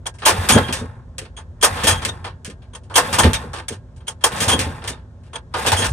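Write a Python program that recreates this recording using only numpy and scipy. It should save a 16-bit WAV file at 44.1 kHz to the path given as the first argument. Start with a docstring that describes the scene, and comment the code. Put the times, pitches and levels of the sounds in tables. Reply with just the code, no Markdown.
"""A few light metal clicks, then a burst of clatter: a small single-cylinder engine is pulled over by
its rope five times and does not fire. It stands on a concrete patio, near a two-port stereo microphone.
Pawls, valves and loose sheet metal rattle and ring the housing and the starter cup; the crank whirs,
and the block thuds on the slab at each compression. A low outdoor rumble lies far behind."""
import sys
import numpy as np
from scipy import signal
from scipy.fft import rfft, irfft
from scipy.io import wavfile

SR = 44100
rng = np.random.default_rng(int(sys.argv[2]) if len(sys.argv) > 2 else 0)


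def wav_record(signal):
    """Record a signal, one row per channel, as 16-bit PCM in the file named by sys.argv[1]."""
    frames = np.transpose(np.atleast_2d(signal))
    bounded = np.clip(frames, -1, 1)
    # unit amplitude maps onto the largest positive 16-bit level
    quanta = np.round(bounded * 32767).astype(np.int16)
    wavfile.write(sys.argv[1], SR, quanta)


N = 261072

# Likeness of the two microphone ports. Each row: frequency in Hz, share common to both.
PORT_LIKENESS = [(60, 0.98), (250, 0.97), (600, 0.87), (2000, 0.35), (6000, 0.47), (14000, 0.4)]
# Phase between the ports. Each row: frequency in Hz, lead of the left port in radians.
PORT_LEAD = [(600, 0.14), (1200, 0.65), (2000, 0.58), (3270, 0.75), (4650, 2.9), (6000, 0.43), (8100, 2),
             (15000, 5.1)]
# Echoes off slab and post. Each row: delay in seconds, left level in dB, right level in dB.
PATIO_ECHOES = [(0.009, -21, -17), (0.025, -20, -15.5)]

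# Noise colours at the microphone. Each row: frequency in Hz, relative spectral density in dB.
OUTDOORS, OUTDOORS_DB = [(88, -23), (150, 1.5), (396, -7.5), (540, -1.5), (2410, -31.5), (3280, -26),
                         (5030, -29.5), (9010, -31), (15500, -61.5)], -55   # far rumble; its rms level
WHIR_COLOUR = [(88, -27.5), (150, 10), (304, -8.5), (761, -6.5), (877, -1.5), (1390, -2), (2910, -18.5),
               (6920, -28), (9170, -19), (10200, -34), (13300, -56.5), (22000, -120)]   # bearings, fan and rope
JUDDER_COLOUR = [(15, -46), (36, -6), (50, 3), (87, 7), (162, -5), (188, -15), (249, -9), (328, -32.5),
                 (365, -12), (400, -23.5), (520, -29), (880, -120)]   # the engine shaking on the slab
KNOCK_COLOUR = [(100, -4.5), (170, -3), (250, 1), (330, -11), (470, -3.5), (900, -30)]   # block against slab
METAL_COLOUR = [(150, -42.5), (250, -10.5), (865, -9), (964, 0.5), (1060, -12), (1160, 3.5), (1300, -5.5),
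                (2130, -5.5), (2730, -4.5), (4340, -10.5), (7250, -15), (9150, -7.5), (10200, -22),
                (13300, -51.5), (22000, -120)]   # rattling metal
SIZZLE_COLOUR = [(6060, -27.5), (10300, 9.5), (10600, -9), (10700, -4.5), (11100, -0.5), (13300, 0),
                 (15500, -1.5)]   # sizzle, mostly above 10 kHz

# Ringing bodies. Each row: frequency in Hz, gain in dB, time to fall 60 dB (t60) in seconds.
HOUSING_MODES = [(495.2, -21, 0.27), (893.5, -20, 0.079), (1092, -20, 0.049), (1620, -26, 0.54),
                 (1839, -21, 0.051), (2780, -37.5, .06)]
CUP_RIM_MODES = [(3228, 0, 0.035), (3340, -7, 0.025)]
CUP_WALL_MODES = [(6365, -6.5, 0.045), (6650, -3, 0.041), (8320, -3.5, 0.027), (8820, 2, 0.029),
                  (8860, -8, 0.019)]
SMALL_PART_MODES = [(3650, 3, 0.059), (6160, -8, .03)]

# Rope pulls. Each row: times in seconds of rope bite, compression and a mark SETTLE_S before rest,
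# then levels in dB of whir, whir at compression, judder at compression, and hiss relative to whir.
ROPE_PULLS = [(0.231, 0.568, .84, -30.5, -15.5, -14, -1.5), (1.578, 1.9, 2.15, -32.5, -27.5, -21.5, -1.5),
              (2.93, 3.259, 3.425, -30, -27, -13.5, -2.5), (4.242, 4.552, 4.8, -31, -32, -24.5, -1.5),
              (5.5, 5.819, 5.72, -35, -28.5, -32.5, 3.5)]
# The block lands on the slab. Each row: start in seconds, level in dB, knock in dB relative to that.
BLOCK_THUDS = [(0.319, -17, -13), (0.382, -10.5, -25), (0.496, -16.5, -2.5), (0.544, -15, -3.5),
               (0.55, -2.5, -5), (0.59, -10.5, -25), (0.625, -26, -9), (.685, -22.5, -3.5),
               (0.809, -20.5, -7.5), (1.222, -32, -13), (1.713, -18, -26), (1.835, -22, 0),
               (1.9, -11.5, -21.5), (2.061, -18, -13), (2.476, -37, 2), (3.134, -19.5, -16),
               (3.194, -12, -13.5), (3.242, -1.5, -10.5), (3.254, -4, -15.5), (3.436, -30, -3.5),
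               (3.709, -21, -15.5), (4.406, -19, -6.5), (4.469, -9.5, -22), (4.527, -25, 6),
               (4.582, -15, -9.5), (4.659, -13.5, -15), (4.893, -26.5, -5), (5.667, -18.5, -4.5),
               (5.723, -8.5, -27), (5.787, -19.5, -4.5), (5.838, -19, -13), (5.908, -8, -40)]
# The housing booms on one tone. Each row: start in seconds, drive in dB, pitch in Hz, hold in seconds.
HOUSING_BOOMS = [(1.214, -41.5, 441, 0.016), (3.203, -25, 906, 0.022), (3.703, -36, 453, 0.021),
                 (5.717, -20, 874, 0.013)]
# The pawls release the cup. Each row: start in seconds, rim drive in dB, wall drive in dB relative
# to the rim, hold in seconds.
CUP_RELEASES = [(0.521, -28, -4, .04), (0.581, -41.5, -18.5, 0.13), (1.875, -32, -2.5, 0.055),
                (1.925, -43.5, -9.5, 0.066), (3.19, -32.5, -4.5, .04), (4.485, -25, -10, 0.063),
                (5.767, -36, -3.5, 0.059)]
# A small part buzzes after a valve tick. 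Each row: start in seconds, drive in dB, hold in seconds.
PART_BUZZES = [(.755, -46, 0.044), (2.083, -32.5, 0.012), (3.335, -33, .033), (4.91, -52, 0.023),
               (5.675, -28, 0.0093)]
# Bursts of clatter. Each row: start in seconds, metal level in dB, then housing, treble and cup rim
# in dB relative to the metal, rattle length in seconds, nominal decay time in seconds.
CLATTER_BURSTS = [(.056, -37, 7, -20, -4, 0.0056, .08), (.064, -29.5, 4.5, 4, 1.5, 0.005, 0.15),
                  (0.14, -56.5, 5, 4, -12, .016, 0.18), (0.186, -45.5, -8.5, -1.5, -16, .013, 0.34),
                  (0.22, -32, 4.5, -18, -14, 0.018, 0.2), (0.252, -22.5, -4, .5, 2, 0.0057, 0.34),
                  (0.258, -12, 0, 0.5, -19, .027, 0.27), (0.488, -12, -2.5, 0, -16.5, 0.021, .13),
                  (0.519, -19, -13, 1.5, 3, 0.0046, 0.33), (0.574, -20, 7.5, -7, -17, 0.014, .11),
                  (0.684, -28, 2.5, -11, -26, .007, 0.18), (0.726, -23.5, -24, 2.5, -8, 0.0055, 0.3),
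                  (0.767, -38, -2, 1.5, -19, 0.028, 0.28), (1.182, -30.5, -16, 2, -13.5, 0.0094, 0.11),
                  (1.216, -45, -13, -3, -27, 0.0054, 0.4), (1.252, -44.5, -0.5, -10, -24, .011, .11),
                  (1.365, -51, -14.5, -7, 8, .005, .15), (1.372, -44.5, 7, -4.5, 0.5, 0.016, 0.27),
                  (1.612, -37.5, -6, 5, 1.5, 0.0064, .26), (1.626, -16, 3.5, 4, -4.5, 0.025, 0.21),
                  (1.77, -31.5, 1.5, -23, -14.5, 0.061, 0.4), (1.835, -21.5, -11, 0.5, -9.5, 0.025, 0.14),
                  (1.869, -15, -1, 1.5, -5.5, 0.016, 0.38), (2.019, -32.5, 2, -5.5, -12, 0.021, 0.12),
                  (2.05, -20.5, -21, -1.5, -16, 0.0053, 0.18), (2.08, -33, 0.5, 1, -22, 0.012, 0.14),
                  (2.243, -32, 3.5, -8.5, -13, 0.0085, 0.36), (2.447, -35.5, -21, 2.5, -8, 0.0083, 0.27),
                  (2.499, -41.5, -16, -1, -9.5, 0.0064, 0.18), (2.619, -55, -1.5, -11.5, -11, .005, .38),
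                  (2.733, -47, 5, -14.5, 0, 0.0056, .14), (2.749, -40.5, 3, 1.5, 1, 0.0061, 0.17),
                  (2.835, -59, -4.5, 1, -12, .008, .25), (2.898, -45, 10.5, -8, -17, 0.0043, 0.87),
                  (2.94, -35, -1, -7, 1, 0.013, 0.12), (2.956, -13.5, -0.5, 2.5, -6, 0.02, 0.25),
                  (2.978, -19, 6.5, -3, -17, 0.0089, 0.17), (3.128, -21, -1.5, 0, -14, 0.02, 0.22),
                  (3.184, -16.5, 5, 2.5, -3.5, 0.013, 0.2), (3.234, -15.5, -1, -7.5, -20, 0.0069, 0.29),
                  (3.333, -21.5, -19, 0, -16, 0.0091, 0.23), (3.533, -33.5, 5.5, -3, -21, 0.0092, 0.5),
                  (3.564, -35, -3, -7, -22, 0.024, .11), (3.598, -35.5, 5.5, -7, -31, 0.0053, .064),
                  (3.682, -30.5, -11, 4.5, -0.5, 0.0038, 0.21), (3.718, -40.5, 0, -0.5, -8.5, .014, 0.28),
                  (3.963, -55, -4, 2.5, -12.5, 0.0043, .21), (4.004, -56, 6.5, -16, -6.5, .005, 0.24),
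                  (4.069, -41, -13, -9, -2, 0.0043, 0.1), (4.078, -34.5, 3.5, 6.5, 4, 0.0075, 0.23),
                  (4.209, -48, 3, -4.5, -9, 0.0087, 1), (4.238, -17, 3.5, 5, 1.5, 0.0028, 0.3),
                  (4.36, -36.5, -3, 2.5, -20, 0.034, .2), (4.404, -22, -5.5, 2, -11.5, 0.029, 0.3),
                  (4.48, -21, 2, 2.5, -6.5, 0.022, .23), (4.517, -21, 2.5, -1, -15, 0.019, 0.11),
                  (4.591, -20, -9, -0.5, -12, 0.0063, 0.39), (4.819, -40.5, 7.5, -18, -19, 0.0045, .16),
                  (4.841, -35.5, 3, -5, -36, 0.0048, 0.7), (4.876, -26, -20, 2.5, -3.5, 0.0032, 0.3),
                  (5.235, -58, -0.5, -3, -23, .005, .6), (5.265, -59, 2, -5, -22, 0.0047, .2),
                  (5.331, -42.5, 6.5, -10, -2.5, 0.02, 0.27), (5.355, -31.5, 3.5, -6.5, -1.5, 0.0048, .14),
                  (5.539, -26, 6.5, -9, -20.5, .011, 0.28), (5.562, -40.5, 11, 1, -22, 0.035, .15),
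                  (5.62, -49, -.5, -4, -24, .005, .16), (5.649, -31, 11, -16, -11, .006, 0.17),
                  (5.663, -19, -4.5, -1, -17, 0.024, 0.25), (5.719, -16.5, -1.5, -2.5, -23, 0.0097, 0.24),
                  (5.764, -33.5, 2, 7.5, 0, 0.025, 0.97), (5.819, -23.5, -5, -14, -11, 0.03, 0.22),
                  (5.843, -25.5, -9, 1.5, -17, 0.026, 0.091)]

SPIN_UP_S, SURGE_S, SETTLE_S = 0.083, .08, 0.27   # gaining speed, passing compression, coming to rest
AFTER_DB, COAST_DB_PER_S, REST_DB = -2.5, 40.5, -63   # whir: step past compression, coasting fall, rest
HISS_FOLLOWS, HISS_LEAST_DB = 0.71, -21   # hiss share lost per dB off the steady whir; lowest share
JUDDER_REST_DB, JUDDER_TURN_DB, JUDDER_AFTER_DB = -38.5, -33, -28.5   # still, turning, past compression
THUD_HZ, THUD_SPREAD = 91.6, 0.027   # the block on its feet; the pitch varies with how it lands
THUD_T60_S, KNOCK_DECAY_S, BOOM_T60_S, DRIVE_DECAY_S = .16, 0.25, 0.058, 0.036
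MID_HZ, HIGH_HZ = 1500, 5000   # where housing, metal and treble bands meet
CRACK_DB, CRACK_LOSS, CRACK_THIN = -3, 0.53, .4   # crack over rattle; loss per dB of rim, of housing
WALL_DB, WALL_STEEPER = -6, 1.3   # cup wall relative to the metal; dB it moves per dB of rim
FREE_LONGER = 3.5   # the free rim rings this many times longer than when the pawls hold it
PARTS_TILT_DB = -.5   # each loose part relative to the next larger one


def from_db(db):
    """Gain of a level in dB."""
    return 10 ** (np.asarray(db) / 20)


def rms_one(x):
    """Signal scaled to rms 1."""
    return x / np.sqrt(np.mean(x ** 2) + 1e-20)


def drift(rate_hz):
    """Smooth random wander, rms 1."""
    pole = np.exp(-2 * np.pi * rate_hz / SR)
    return rms_one(signal.lfilter([1], [1, -2 * pole, pole * pole], rng.standard_normal(N + SR))[SR:])


def port_noise(spectrum):
    """Coloured noise at the two microphone ports: partly shared, shifted in phase; rms 1."""
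    hz = np.arange(N // 2 + 1) * SR / N + 1
    colour_hz, db = np.transpose(spectrum)
    likeness_hz, likeness = np.transpose(PORT_LIKENESS)
    lead = np.interp(hz, *np.transpose([(0.022, 0)] + PORT_LEAD))
    shared = np.clip(np.interp(np.log(hz), np.log(likeness_hz), likeness), 0, 1)
    left, other = rfft(rng.standard_normal((2, N)))
    right = (shared * left + np.sqrt(1 - shared ** 2) * other) * np.exp(-1j * lead)
    colour = from_db(np.interp(np.log(hz), np.log(colour_hz), db, left=-90, right=-90))
    return rms_one(irfft(colour * np.array([left, right]), N))


def band(x, low_hz, high_hz):
    """One frequency band, rms 1."""
    return rms_one(signal.sosfilt(signal.butter(3, [low_hz, high_hz], "band", fs=SR, output="sos"), x))


def ring(drive, hz, t60):
    """One damped mode; white noise of rms 1 gives about rms 1."""
    r, w = from_db(-60 / (t60 * SR)), 2 * np.pi * hz / SR
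    feedback = [1, -2 * r * np.cos(w), r * r]
    return signal.lfilter([0, 2 * np.sqrt(1 - r) * np.sin(w)], feedback, drive + 1e-18)


def struck(drive, modes):
    """All modes of one body under the same drive."""
    return sum(from_db(db) * ring(drive, hz, t60) for hz, db, t60 in modes)


def bursts(starts, levels_db, holds, decays, attack_s=.0012):
    """Envelope of bursts that rise fast, hold and die away ever faster; their powers add."""
    power = np.zeros(N)
    for at, db, hold, decay in np.broadcast(starts, levels_db, holds, decays):
        start = round(at * SR)
        t = np.arange(min(SR // 2, N - start)) / SR
        late = np.maximum(t - hold, 0) / max(decay, .01)
        shape = (1 - np.exp(-t / attack_s)) * from_db(db - 60 * late - 180 * late ** 2)
        power[start:start + len(t)] += shape ** 2
    return np.sqrt(power)


def outdoors():
    """Steady low rumble from far beyond the patio."""
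    return from_db(OUTDOORS_DB) * port_noise(OUTDOORS)


def patio(direct):
    """Direct sound plus dull echoes off slab and post, each reaching the opposite port."""
    dull, out = signal.lfilter([.6], [1, -.4], direct), direct.copy()
    for delay, left_db, right_db in PATIO_ECHOES:
        lag = round(delay * SR)
        out[:, lag:] += from_db([[left_db], [right_db]]) * dull[::-1, :-lag]
    return out


def loose_parts(envelope, per_s, parts=14):
    """Random clinks dealt to small metal parts, each with its own pitch and stereo polarity."""
    clicks = envelope * (rng.random(N) < per_s / SR)
    clicks *= from_db(2.5 * np.minimum(rng.exponential(1, N), 3))
    dealt, out = rng.integers(0, parts, N), np.zeros((2, N))
    for k, hz in enumerate(np.geomspace(550, 4500, parts)):
        detune, lean = rng.uniform(-1, 1, 2)
        clink = ring(clicks * (dealt == k), hz * (1 + .04 * detune), t60=52.0 / hz)
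        out += from_db(PARTS_TILT_DB * k) * clink * np.array([[1], [np.sign(lean + .5)]])
    return out


def rope_pulls():
    """Whir, hiss share and judder in dB: four pulls coast and settle; the fifth whirs briefly and fades."""
    knots = []
    for bite, squeeze, mark, steady_db, surge_db, shake_db, hiss_db in ROPE_PULLS:
        mark_db = steady_db + AFTER_DB - COAST_DB_PER_S * (mark - squeeze - SURGE_S)
        stages = [(bite, REST_DB, JUDDER_REST_DB),
                  (bite + SPIN_UP_S, steady_db, JUDDER_TURN_DB),
                  (squeeze - SURGE_S, steady_db, JUDDER_TURN_DB),
                  (squeeze, surge_db, shake_db),
                  (squeeze + SURGE_S, steady_db + AFTER_DB, JUDDER_AFTER_DB),
                  (mark, mark_db, JUDDER_TURN_DB),
                  (mark + SETTLE_S, REST_DB, JUDDER_REST_DB)]
        for at, whir_db, judder_db in stages:
            share_db = max(hiss_db - HISS_FOLLOWS * abs(steady_db - whir_db), HISS_LEAST_DB)
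            knots.append((at, whir_db, share_db, judder_db))
    times, *curves = np.transpose(knots)
    return (np.interp(np.arange(N) / SR, times, curve) for curve in curves)


def crank():
    """Bearings, fan and rope whir and hiss; loose parts clink and the engine judders on the slab."""
    whir_db, hiss_db, judder_db = rope_pulls()
    ticking = port_noise(WHIR_COLOUR) * from_db(1.7 * drift(63) + 0.83 * drift(400))
    whir = from_db(whir_db) * band(ticking, 180, 2700)
    hiss_gain = from_db(whir_db + hiss_db)
    hiss = hiss_gain * band(ticking, 2300, 13000)
    sizzle = from_db(3.0) * hiss_gain ** 1.41 * port_noise(SIZZLE_COLOUR)
    clinks = from_db(14.5) * loose_parts(hiss_gain, per_s=2000)
    judder = from_db(judder_db) * port_noise(JUDDER_COLOUR)
    return whir + from_db(-1.0) * struck(whir, HOUSING_MODES) + hiss + sizzle + clinks + judder


def block_thuds():
    """The block lands on the concrete: a damped low swing with a rough knock above it."""
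    starts, db, knock_db = np.transpose(BLOCK_THUDS)
    swings, t = np.zeros(N + SR), np.arange(SR // 2) / SR
    for at, level_db in zip(starts, db):
        hz = THUD_HZ * (1 + THUD_SPREAD * rng.standard_normal())
        swing = np.sin(2 * np.pi * hz * t) * (1 - np.exp(-t / 0.0046))
        swings[round(at * SR):][:len(t)] += from_db(level_db - 60 * t / THUD_T60_S) * swing
    knocks = bursts(starts, db + knock_db, holds=0.016, decays=KNOCK_DECAY_S, attack_s=0.0017)
    return swings[:N] + knocks * band(port_noise(KNOCK_COLOUR), 150, 700)


def small_part_buzz(drive):
    """A small part rings briefly under a run of contacts."""
    starts, db, holds = np.transpose(PART_BUZZES)
    return struck(bursts(starts, db, holds, DRIVE_DECAY_S) * drive, SMALL_PART_MODES)


def housing_booms(contacts):
    """Short pushes of rough noise each ring one tone of the housing."""
    drive = port_noise([(300, 0.0051), (4000, 0)]) * contacts
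    return sum(ring(bursts([at], db, hold, decays=.03) * drive, hz, BOOM_T60_S)
               for at, db, hz, hold in HOUSING_BOOMS)


def free_cup(drive):
    """The pawls let go: the starter cup's rim and wall ring, the rim longer than when held."""
    starts, db, wall_db, holds = np.transpose(CUP_RELEASES)
    free_modes = [(hz, gain_db, FREE_LONGER * t60) for hz, gain_db, t60 in CUP_RIM_MODES]
    rim = struck(bursts(starts, db, holds, DRIVE_DECAY_S) * drive, free_modes)
    wall = struck(bursts(starts, db + wall_db, holds, DRIVE_DECAY_S) * drive, CUP_WALL_MODES)
    return rim + wall


def clatter():
    """Pawls, valves and sheet metal: a crack, then a flurry of contacts that rings housing and cup."""
    starts, db, housing_db, treble_db, rim_db, holds, decays = np.transpose(CLATTER_BURSTS)
    crack_db = CRACK_DB - CRACK_LOSS * rim_db - CRACK_THIN * housing_db
    wall_db = WALL_DB + WALL_STEEPER * rim_db   # on dull blows the wall fades faster than the rim
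    contacts = from_db(0.66 * drift(300) + drift(60))
    metal_noise = port_noise(METAL_COLOUR) * contacts
    bright_drive = port_noise([(2000, 0.0012), (11000, 0.011)]) * contacts

    def crack_and_rattle(level_db, decay_scale):
        """Envelope of a sharp first contact and the rattle behind it."""
        crack = bursts(starts, level_db + crack_db, holds=0, decays=.01, attack_s=0.00025)
        return np.hypot(crack, bursts(starts, level_db, holds, decay_scale * decays))

    housing_gain = bursts(starts, db + housing_db, holds, 0.9 * decays, attack_s=0.0037)
    housing = housing_gain * band(metal_noise, 320, MID_HZ)
    metal = crack_and_rattle(db, decay_scale=0.89) * band(metal_noise, MID_HZ, HIGH_HZ)
    treble_gain = crack_and_rattle(db + treble_db, decay_scale=0.77)
    treble = treble_gain * band(metal_noise, HIGH_HZ, 9600)
    # sizzle above 10 kHz, louder with the treble level
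    sizzle = from_db(-0.5) * treble_gain ** 1.44 * port_noise(SIZZLE_COLOUR) * contacts
    housing_ring = struck(housing + metal, HOUSING_MODES) + housing_booms(contacts)
    clinks = from_db(7) * loose_parts(bursts(starts, db, holds, decays), per_s=1500)
    rim = struck(bursts(starts, db + rim_db, holds, 0.17 * decays) * bright_drive, CUP_RIM_MODES)
    wall = struck(bursts(starts, db + wall_db, holds, 0.35 * decays) * bright_drive, CUP_WALL_MODES)
    cup = rim + wall + free_cup(bright_drive)
    buzz = small_part_buzz(bright_drive)
    return housing + metal + treble + sizzle + housing_ring + clinks + cup + buzz


def scene():
    """The engine near the microphone on the patio, the outdoors far behind."""
    return patio(clatter() + block_thuds()) + crank() + outdoors()


def record(dry):
    """Deep bass is cut, the treble has a narrow dip near 10.6 kHz, peaks overload, the top is cut."""
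    bass_cut = signal.butter(4, 42, "high", fs=SR, output="sos")
    treble_dip = signal.butter(2, [10250, 11000], "bandstop", fs=SR, output="sos")
    top_cut = signal.cheby2(12, 60, 15650, fs=SR, output="sos")
    thin = signal.sosfilt(treble_dip, signal.sosfilt(bass_cut, dry))
    overloaded = np.clip(1.566 * np.tanh(thin / 1.675), -1, 1)
    return np.clip(signal.sosfilt(top_cut, overloaded), -1, 1)


dry = scene()
out = record(dry)
wav_record(out)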